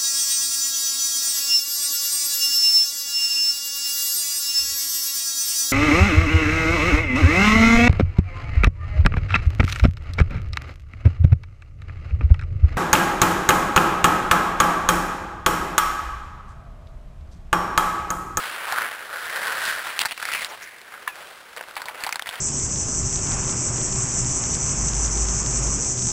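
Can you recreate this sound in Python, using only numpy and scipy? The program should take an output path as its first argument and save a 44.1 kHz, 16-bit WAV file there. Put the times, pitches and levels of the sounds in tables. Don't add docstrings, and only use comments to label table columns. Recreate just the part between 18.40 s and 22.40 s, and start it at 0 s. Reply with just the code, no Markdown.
import sys
import numpy as np
from scipy import signal
from scipy.fft import rfft, irfft
from scipy.io import wavfile
from scipy.ndimage import uniform_filter1d

SR = 44100
rng = np.random.default_rng(int(sys.argv[2]) if len(sys.argv) > 2 else 0)


def boost(x):
    u = np.asarray(x, float) / 20
    return 10 ** u


def inscribe(sig):
    pcm = np.round(np.clip(np.atleast_2d(sig).T, -1, 1) * 32767)
    wavfile.write(sys.argv[1], SR, pcm.astype(np.int16))


N = 176400

# pitch_hz, level_db (per Hz)
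CITY_SPECTRUM = [(18, -33), (30, -7), (191, -15.5), (488, -5.5), (2030, -4.5), (4150, -17), (6200, -21),
                 (8060, -47), (13600, -120)]
# pitch_hz, level_db (per Hz)
ICE_SPECTRUM = [(88, -41), (150, -27), (284, -23.5), (498, -13.5), (564, -12), (1480, -3.5), (2850, -8),
                (4470, -14), (6200, -24.5), (8060, -40), (13600, -120)]
# pitch_hz, level_db (per Hz)
RUBBER_SPECTRUM = [(88, -84), (150, -37), (446, -20.5), (819, -3.5), (1310, -8.5), (1840, -8), (2510, -8.5),
                   (4400, -3), (6200, -19.5), (8060, -27.5), (13600, -120)]
# start_s, length_s, level_db, pitch_hz
SPRAYS = [(2.044, 0.022, -43, 5270), (2.087, 0.025, -48, 5800), (2.22, 0.027, -48, 5850)]
# start_s, length_s, level_db, pitch_hz
DRAGS = [(1.5995, 0.015, -23.5, 2550), (1.624, 0.012, -29, 1410), (1.682, 0.015, -36, 2200),
         (1.716, 0.0065, -24.5, 2010), (2.098, 0.054, -38.5, 1020), (3.394, 0.014, -36, 880),
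         (3.486, 0.011, -34, 885)]
# final_hz, level_db (relative), t60_s, start_above_final_hz
LANDING_RING = [(1090, 2.5, 0.007, 40), (1720, 0.5, 0.014, 24), (1674, -13.5, 0.14, 80),
                (2400, -20.5, 0.77, 660), (970, -16, 0.1, 103)]
# start_s, peak_db, pitch_hz, t60_s, brightness_db
BLOWS = [(1.591, -4, 2860, 0.031, 7), (1.6165, -9, 2170, 0.03, 7), (1.6506, -13, 1730, 0.05, -1),
         (1.655, -9.5, 1790, 0.064, 7), (1.66, -11, 1770, 0.04, 8.5), (1.7095, -13.5, 2400, 0.072, -1),
         (1.721, -24, 3200, 0.047, -11), (2.046, -12, 4480, 0.013, 10), (2.383, -33, 1550, 0.021, 15),
         (2.415, -31.5, 1350, 0.029, 25), (2.522, -25.5, 1510, 0.083, 2), (2.677, -17.5, 2250, 0.09, -6),
         (2.756, -26, 1700, 0.02, 6), (3.164, -21, 1010, 0.02, 7.5), (3.172, -23, 1660, 0.037, -3),
         (3.201, -30, 1930, 0.047, 0), (3.226, -30, 1510, 0.064, 8), (3.355, -28, 4590, 0.01, 4),
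         (3.3662, -14, 1470, 0.039, -3), (3.3688, -17.5, 1120, 0.043, 7), (3.376, -16.5, 1520, 0.077, -21),
         (3.4175, -19, 1500, 0.055, 4.5), (3.456, -23.5, 890, 0.071, 9), (3.4838, -17, 1960, 0.04, 0),
         (3.546, -30, 1550, 0.052, 5), (3.604, -26.5, 797, 0.13, 8), (3.6365, -11, 1960, 0.044, 8),
         (3.6455, -15, 1900, 0.045, -7), (3.665, -16, 810, 0.06, 4), (3.671, -18, 2000, 0.045, -8),
         (3.691, -12.5, 1300, 0.05, 5), (3.725, -12.5, 2100, 0.026, 4.5), (3.757, -12, 1660, 0.037, 9),
         (3.794, -14, 1790, 0.022, 0), (3.822, -16.5, 3250, 0.023, 2), (3.859, -23, 1780, 0.084, -7),
         (3.8694, -18.5, 1920, 0.087, 4), (3.89, -16, 2830, 0.042, -1), (3.898, -25, 3240, 0.047, 4),
         (3.91, -22, 1850, 0.038, -6), (3.927, -25, 1800, 0.05, 3), (3.939, -21.5, 1420, 0.038, -8),
         (3.9555, -22, 2960, 0.03, 0)]
# start_s, peak_db, pitch_hz
CATCHES = [(0.254, -18, 1630), (0.2825, -16, 980), (0.292, -28, 1310), (0.315, -16, 1650),
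           (0.323, -12, 915), (0.36, -14.5, 1520), (0.383, -20, 1040), (0.419, -13.5, 1800),
           (0.591, -27, 1440), (0.729, -25, 1460), (0.897, -17, 1650), (0.926, -23, 3500),
           (0.96, -15, 1420), (0.966, -17, 1800), (1.017, -21, 1500), (1.031, -16, 1440),
           (1.08, -12.5, 1280), (1.122, -12.5, 1390), (1.468, -20, 1560), (1.776, -20, 2520),
           (1.798, -24.5, 1310), (1.816, -22.5, 1450), (1.826, -15.5, 1630), (1.853, -10, 2070),
           (1.887, -14.5, 1440), (1.916, -17.5, 1720), (1.921, -17, 1720), (1.936, -12.5, 2960),
           (1.948, -13, 1740), (1.959, -24, 2160)]
# time_s, level_db, resonance_hz, resonance_db, brightness_db,
# chatter_db (used between 0 and 6), groan_db
SKATE_PATH = [(0, -25, 1390, 0, 0.5, -1, -37), (.2, -29.5, 1350, -13.5, -3.5, 0.5, -22),
              (.37, -26.5, 1280, 4.5, -0.5, 2.5, -5), (.43, -27.5, 1600, -2, -5, -1, -10),
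              (.5, -32.5, 1550, -3.5, -3.5, 4, -29), (.68, -36, 1480, 0.5, 0, -0.5, -1),
              (.74, -35, 1480, 9, 3.5, 3, 13), (.81, -31.5, 1560, 6, 2, -6.5, -0.5),
              (1.0, -27, 1720, 3.5, 0.8, 1.2, 6.5), (1.14, -27, 1560, 5, 1.3, -0.5, 4),
              (1.29, -24, 1570, 9, 6, -3.5, 1.5), (1.39, -30.5, 1650, 6.5, 2.3, -0.5, 4),
              (1.5, -26.5, 1360, -11, -1.5, 0, -32), (1.58, -34, 1750, 5, 1, 2, 1),
              (1.75, -39.5, 1820, 2, 6.5, 3.5, -7), (1.83, -32.5, 1450, -5, 1.5, 2.5, -6),
              (1.95, -26, 2370, 8, 2.5, 1.5, -32), (2.04, -27, 1920, -4.5, 1.5, 1, -16),
              (2.09, -38.5, 1280, -22, -1, -0.5, 10), (2.22, -44, 1770, 12, 6, 2.5, 8),
              (2.38, -51.5, 1900, 12, 6, 1.5, -26), (2.55, -41, 1540, -0.5, -2.5, 2.5, -22),
              (2.72, -48, 1500, 2.5, 3.5, 4, 14), (2.82, -39, 1470, -12.5, 1, 0.5, 11.5),
              (3.1, -54, 1420, 12.5, 8.5, 2, 13.5), (3.2, -41.5, 1450, -17, -4, 10, 2),
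              (3.34, -48.5, 1390, 11, 6.5, 3, 11), (3.45, -45.5, 1250, -3, -2.5, 5, 8.5),
              (3.62, -35.5, 1620, -19, -3.5, 0, 6), (3.75, -41.5, 1520, -24, -2, 6, -13),
              (3.84, -49, 1600, 4, 1, 12, -16), (3.88, -35.5, 1820, -3, 1.5, 5.5, -7),
              (4.0, -33.5, 1800, -11, -2, -4, -6)]
# centre_s, half_width_s (to 1/e of the dB depth), level_db
DIPS = [(1.600, 0.0013, -10), (1.624, 0.0016, -11), (1.682, 0.0016, -12), (1.74, 0.031, -5.5)]

CITY_DB, CITY_SWELL_DB = -47.5, 0.44
BRIGHT_HZ = 2840
LANDING_S, LANDING_DB, LANDING_RISE_S, LANDING_END_S = 2.674, -18.5, 0.00396, 0.071
SLIDE_S, FLUTTER_DB = 0.022, 5.5
RISE_S, CRACK_S, CLICK_DB, TAIL_DB = 0.0006, 0.00068, 6.5, -15.5
PITCH_DB, PITCH_WIDTH = 6.5, 0.34
TAIL_BRIGHT_DB, HOLLOW_HZ, HOLLOW_WIDTH_HZ, HOLLOW_DB = 1, 860, 330, -2.5
CATCH_T60_S, CATCH_BRIGHT_DB = 0.046, 5.5
SLIPS_PER_S, SNAPS_PER_S, SNAP_DB = 7000, 200, -12.5
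JOLTS_PER_S, JOLT_S = 180, 0.0039
BITE_WIDTH_HZ, GROAN_HZ, GROAN_WIDTH_HZ = 950, 505, 294
MIC_LOW_HZ = 64
HOLD_HZ, JITTER = 12496, 0.09
HISS_DB, EDGE_HZ = -75, 15800


def evened(x):
    return x / np.sqrt(np.mean(x ** 2) + 1e-20)


def add(mix, start_s, sound):
    part = mix[round(start_s * SR):][:len(sound)]
    part += sound[:len(part)]


def colour(x, points):
    point_hz, point_db = np.transpose(points)
    hz = abs(np.fft.fftfreq(4096, 1 / SR))
    gain_db = np.interp(np.log(hz + 1), np.log(point_hz + 1), point_db)
    log_gain = np.log(boost(gain_db))
    taps = np.fft.ifft(np.exp(np.conj(signal.hilbert(log_gain)))).real[:2048]
    return signal.oaconvolve(x, taps)[:len(x)]


def tilt(x, bright_db):
    low = signal.lfilter(*signal.butter(3, BRIGHT_HZ, "low", fs=SR), x)
    high = signal.lfilter(*signal.butter(3, BRIGHT_HZ, "high", fs=SR), x)
    return low / boost(bright_db) + high * boost(bright_db)


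def resonate(x, hz, width_hz):
    turn = np.exp(2j * np.pi * np.cumsum(hz * np.ones(len(x))) / SR)
    r = np.exp(-np.pi * width_hz / SR)
    return 2 * (turn * signal.lfilter([1 - r], [1, -r], x / turn)).real


def grit(size, per_s, spread_db):
    chance, size_draw = rng.random(size), rng.exponential(1, size)
    pulses = rng.standard_normal(size) * (chance < per_s / SR)
    return evened(pulses * boost(spread_db * np.minimum(size_draw, 4)))


def city():
    swell = evened(uniform_filter1d(rng.standard_normal(N), 3000))
    wash = evened(colour(rng.standard_normal(N), CITY_SPECTRUM))
    return boost(CITY_DB + CITY_SWELL_DB * swell) * wash


def rub(length_s, level_db, hz, width_hz, release_s):
    t = np.arange(0, length_s + 6 * release_s, 1 / SR)
    shape = np.minimum(t / 0.0025, 1) * np.exp(-np.maximum(t - length_s, 0) / release_s)
    friction = colour(grit(len(t), 9000, 1.3), RUBBER_SPECTRUM)
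    ringing = resonate(resonate(friction, hz, width_hz), hz, width_hz)
    return boost(level_db) * shape * evened(ringing)


def spray(length_s, level_db, hz):
    return rub(length_s, level_db, hz, width_hz=800, release_s=0.003)


def drag(length_s, level_db, hz):
    return rub(length_s, level_db, hz, width_hz=2170, release_s=0.0074)


def landing():
    t = np.arange(SR // 10) / SR
    after = t - LANDING_RISE_S
    noise = rng.standard_normal((len(LANDING_RING), len(t)))
    flutter = evened(uniform_filter1d(uniform_filter1d(noise, 120), 120))
    flutter = flutter * np.minimum(t / 0.014, 1)
    ring = 0
    for (hz, db, t60, fall_hz), wobble in zip(LANDING_RING, flutter):
        level_db = db + FLUTTER_DB * wobble - 60 * np.maximum(after, 0) / t60
        cycles = hz * after - fall_hz * SLIDE_S * np.exp(-t / SLIDE_S)
        ring = ring + boost(level_db) * np.cos(2 * np.pi * cycles)
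    rise = np.minimum(t / LANDING_RISE_S, 1) ** 2
    fade = np.clip((LANDING_END_S - t) / 0.01, 0, 1)
    return boost(LANDING_DB) * rise * fade * ring


def knock(spectrum, peak_db, hz, t60, bright_db):
    t = np.arange(4000) / SR
    rise = np.minimum(t / RISE_S, 1) ** 3
    crack_noise, tail_noise = rng.standard_normal((2, len(t)))
    click = boost(CLICK_DB) * (np.arange(len(t)) == round(RISE_S * SR))
    crack = click + rise * np.exp(-t / CRACK_S) * crack_noise
    tail = rise * boost(TAIL_DB - 60 * t / t60) * tail_noise
    hollow = resonate(tail, HOLLOW_HZ, HOLLOW_WIDTH_HZ)
    tail = tilt(tail, TAIL_BRIGHT_DB) + boost(HOLLOW_DB) * hollow
    body = evened(colour(crack + tail, spectrum))
    loose = evened(resonate(body, hz, hz * PITCH_WIDTH))
    out = tilt(body, bright_db) + boost(PITCH_DB) * loose
    return boost(peak_db) * out / abs(out).max()


def blow(peak_db, hz, t60, bright_db):
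    return knock(RUBBER_SPECTRUM, peak_db, hz, t60, bright_db)


def ice_catch(peak_db, hz):
    return knock(ICE_SPECTRUM, peak_db, hz, CATCH_T60_S, CATCH_BRIGHT_DB)


def skates():
    t = np.arange(N) / SR
    s, *cols = np.transpose(SKATE_PATH)
    level_db, hz, bite_db, bright_db, chatter_db, groan_db = (np.interp(t, s, c) for c in cols)
    jolts = np.minimum(rng.exponential(1, N), 2.5) * (rng.random(N) < JOLTS_PER_S / SR)
    jolts = signal.lfilter([1], [1, -np.exp(-1 / (JOLT_S * SR))], jolts)
    pressure = np.sqrt(jolts + 0.019)
    chatter = boost(np.clip(chatter_db, 0, 6) * evened(pressure - pressure.mean()))
    slips = grit(N, SLIPS_PER_S, 1.3) * chatter
    snaps = boost(SNAP_DB) * tilt(grit(N, SNAPS_PER_S, 2.9), 5.2)
    body = evened(colour(slips + snaps, ICE_SPECTRUM))
    bite = resonate(resonate(body, hz, BITE_WIDTH_HZ), hz, BITE_WIDTH_HZ)
    body = body + boost(bite_db) * bite
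    body = body + boost(groan_db) * resonate(body, GROAN_HZ, GROAN_WIDTH_HZ)
    return boost(level_db) * evened(tilt(body, bright_db))


def scene():
    mix = city() + skates()
    for source, table in ((spray, SPRAYS), (drag, DRAGS), (blow, BLOWS), (ice_catch, CATCHES)):
        for start_s, *row in table:
            add(mix, start_s, source(*row))
    add(mix, LANDING_S, landing())
    t = np.arange(N) / SR
    dip_db = sum(db * np.exp(-((t - s) / width_s) ** 2) for s, width_s, db in DIPS)
    return (mix * boost(dip_db))[None]


def low_pass(x):
    return signal.sosfilt(signal.butter(12, 16990, fs=SR, output="sos"), x)


def record(dry):
    f = np.fft.rfftfreq(N, 1 / SR)
    count = int(N * HOLD_HZ / SR)
    microphone = f ** 2 / (f ** 2 + MIC_LOW_HZ ** 2)
    hold_droop = np.sinc(np.minimum(f / HOLD_HZ, 0.5))
    spectrum = rfft(dry[0]) / hold_droop * microphone
    slow = irfft(spectrum[:count // 2 + 1], count) * count / N
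    at = np.arange(N) * count / N + JITTER * rng.standard_normal(N)
    held = slow[np.clip(at.astype(int), 0, count - 1)]
    held = held + boost(HISS_DB) * rng.standard_normal(N)
    edge = signal.firwin(255, EDGE_HZ, window=("kaiser", 5), fs=SR)
    mix = signal.oaconvolve(held, edge, "same")[None]
    return low_pass(mix)


dry = scene()
out = record(dry)
inscribe(out)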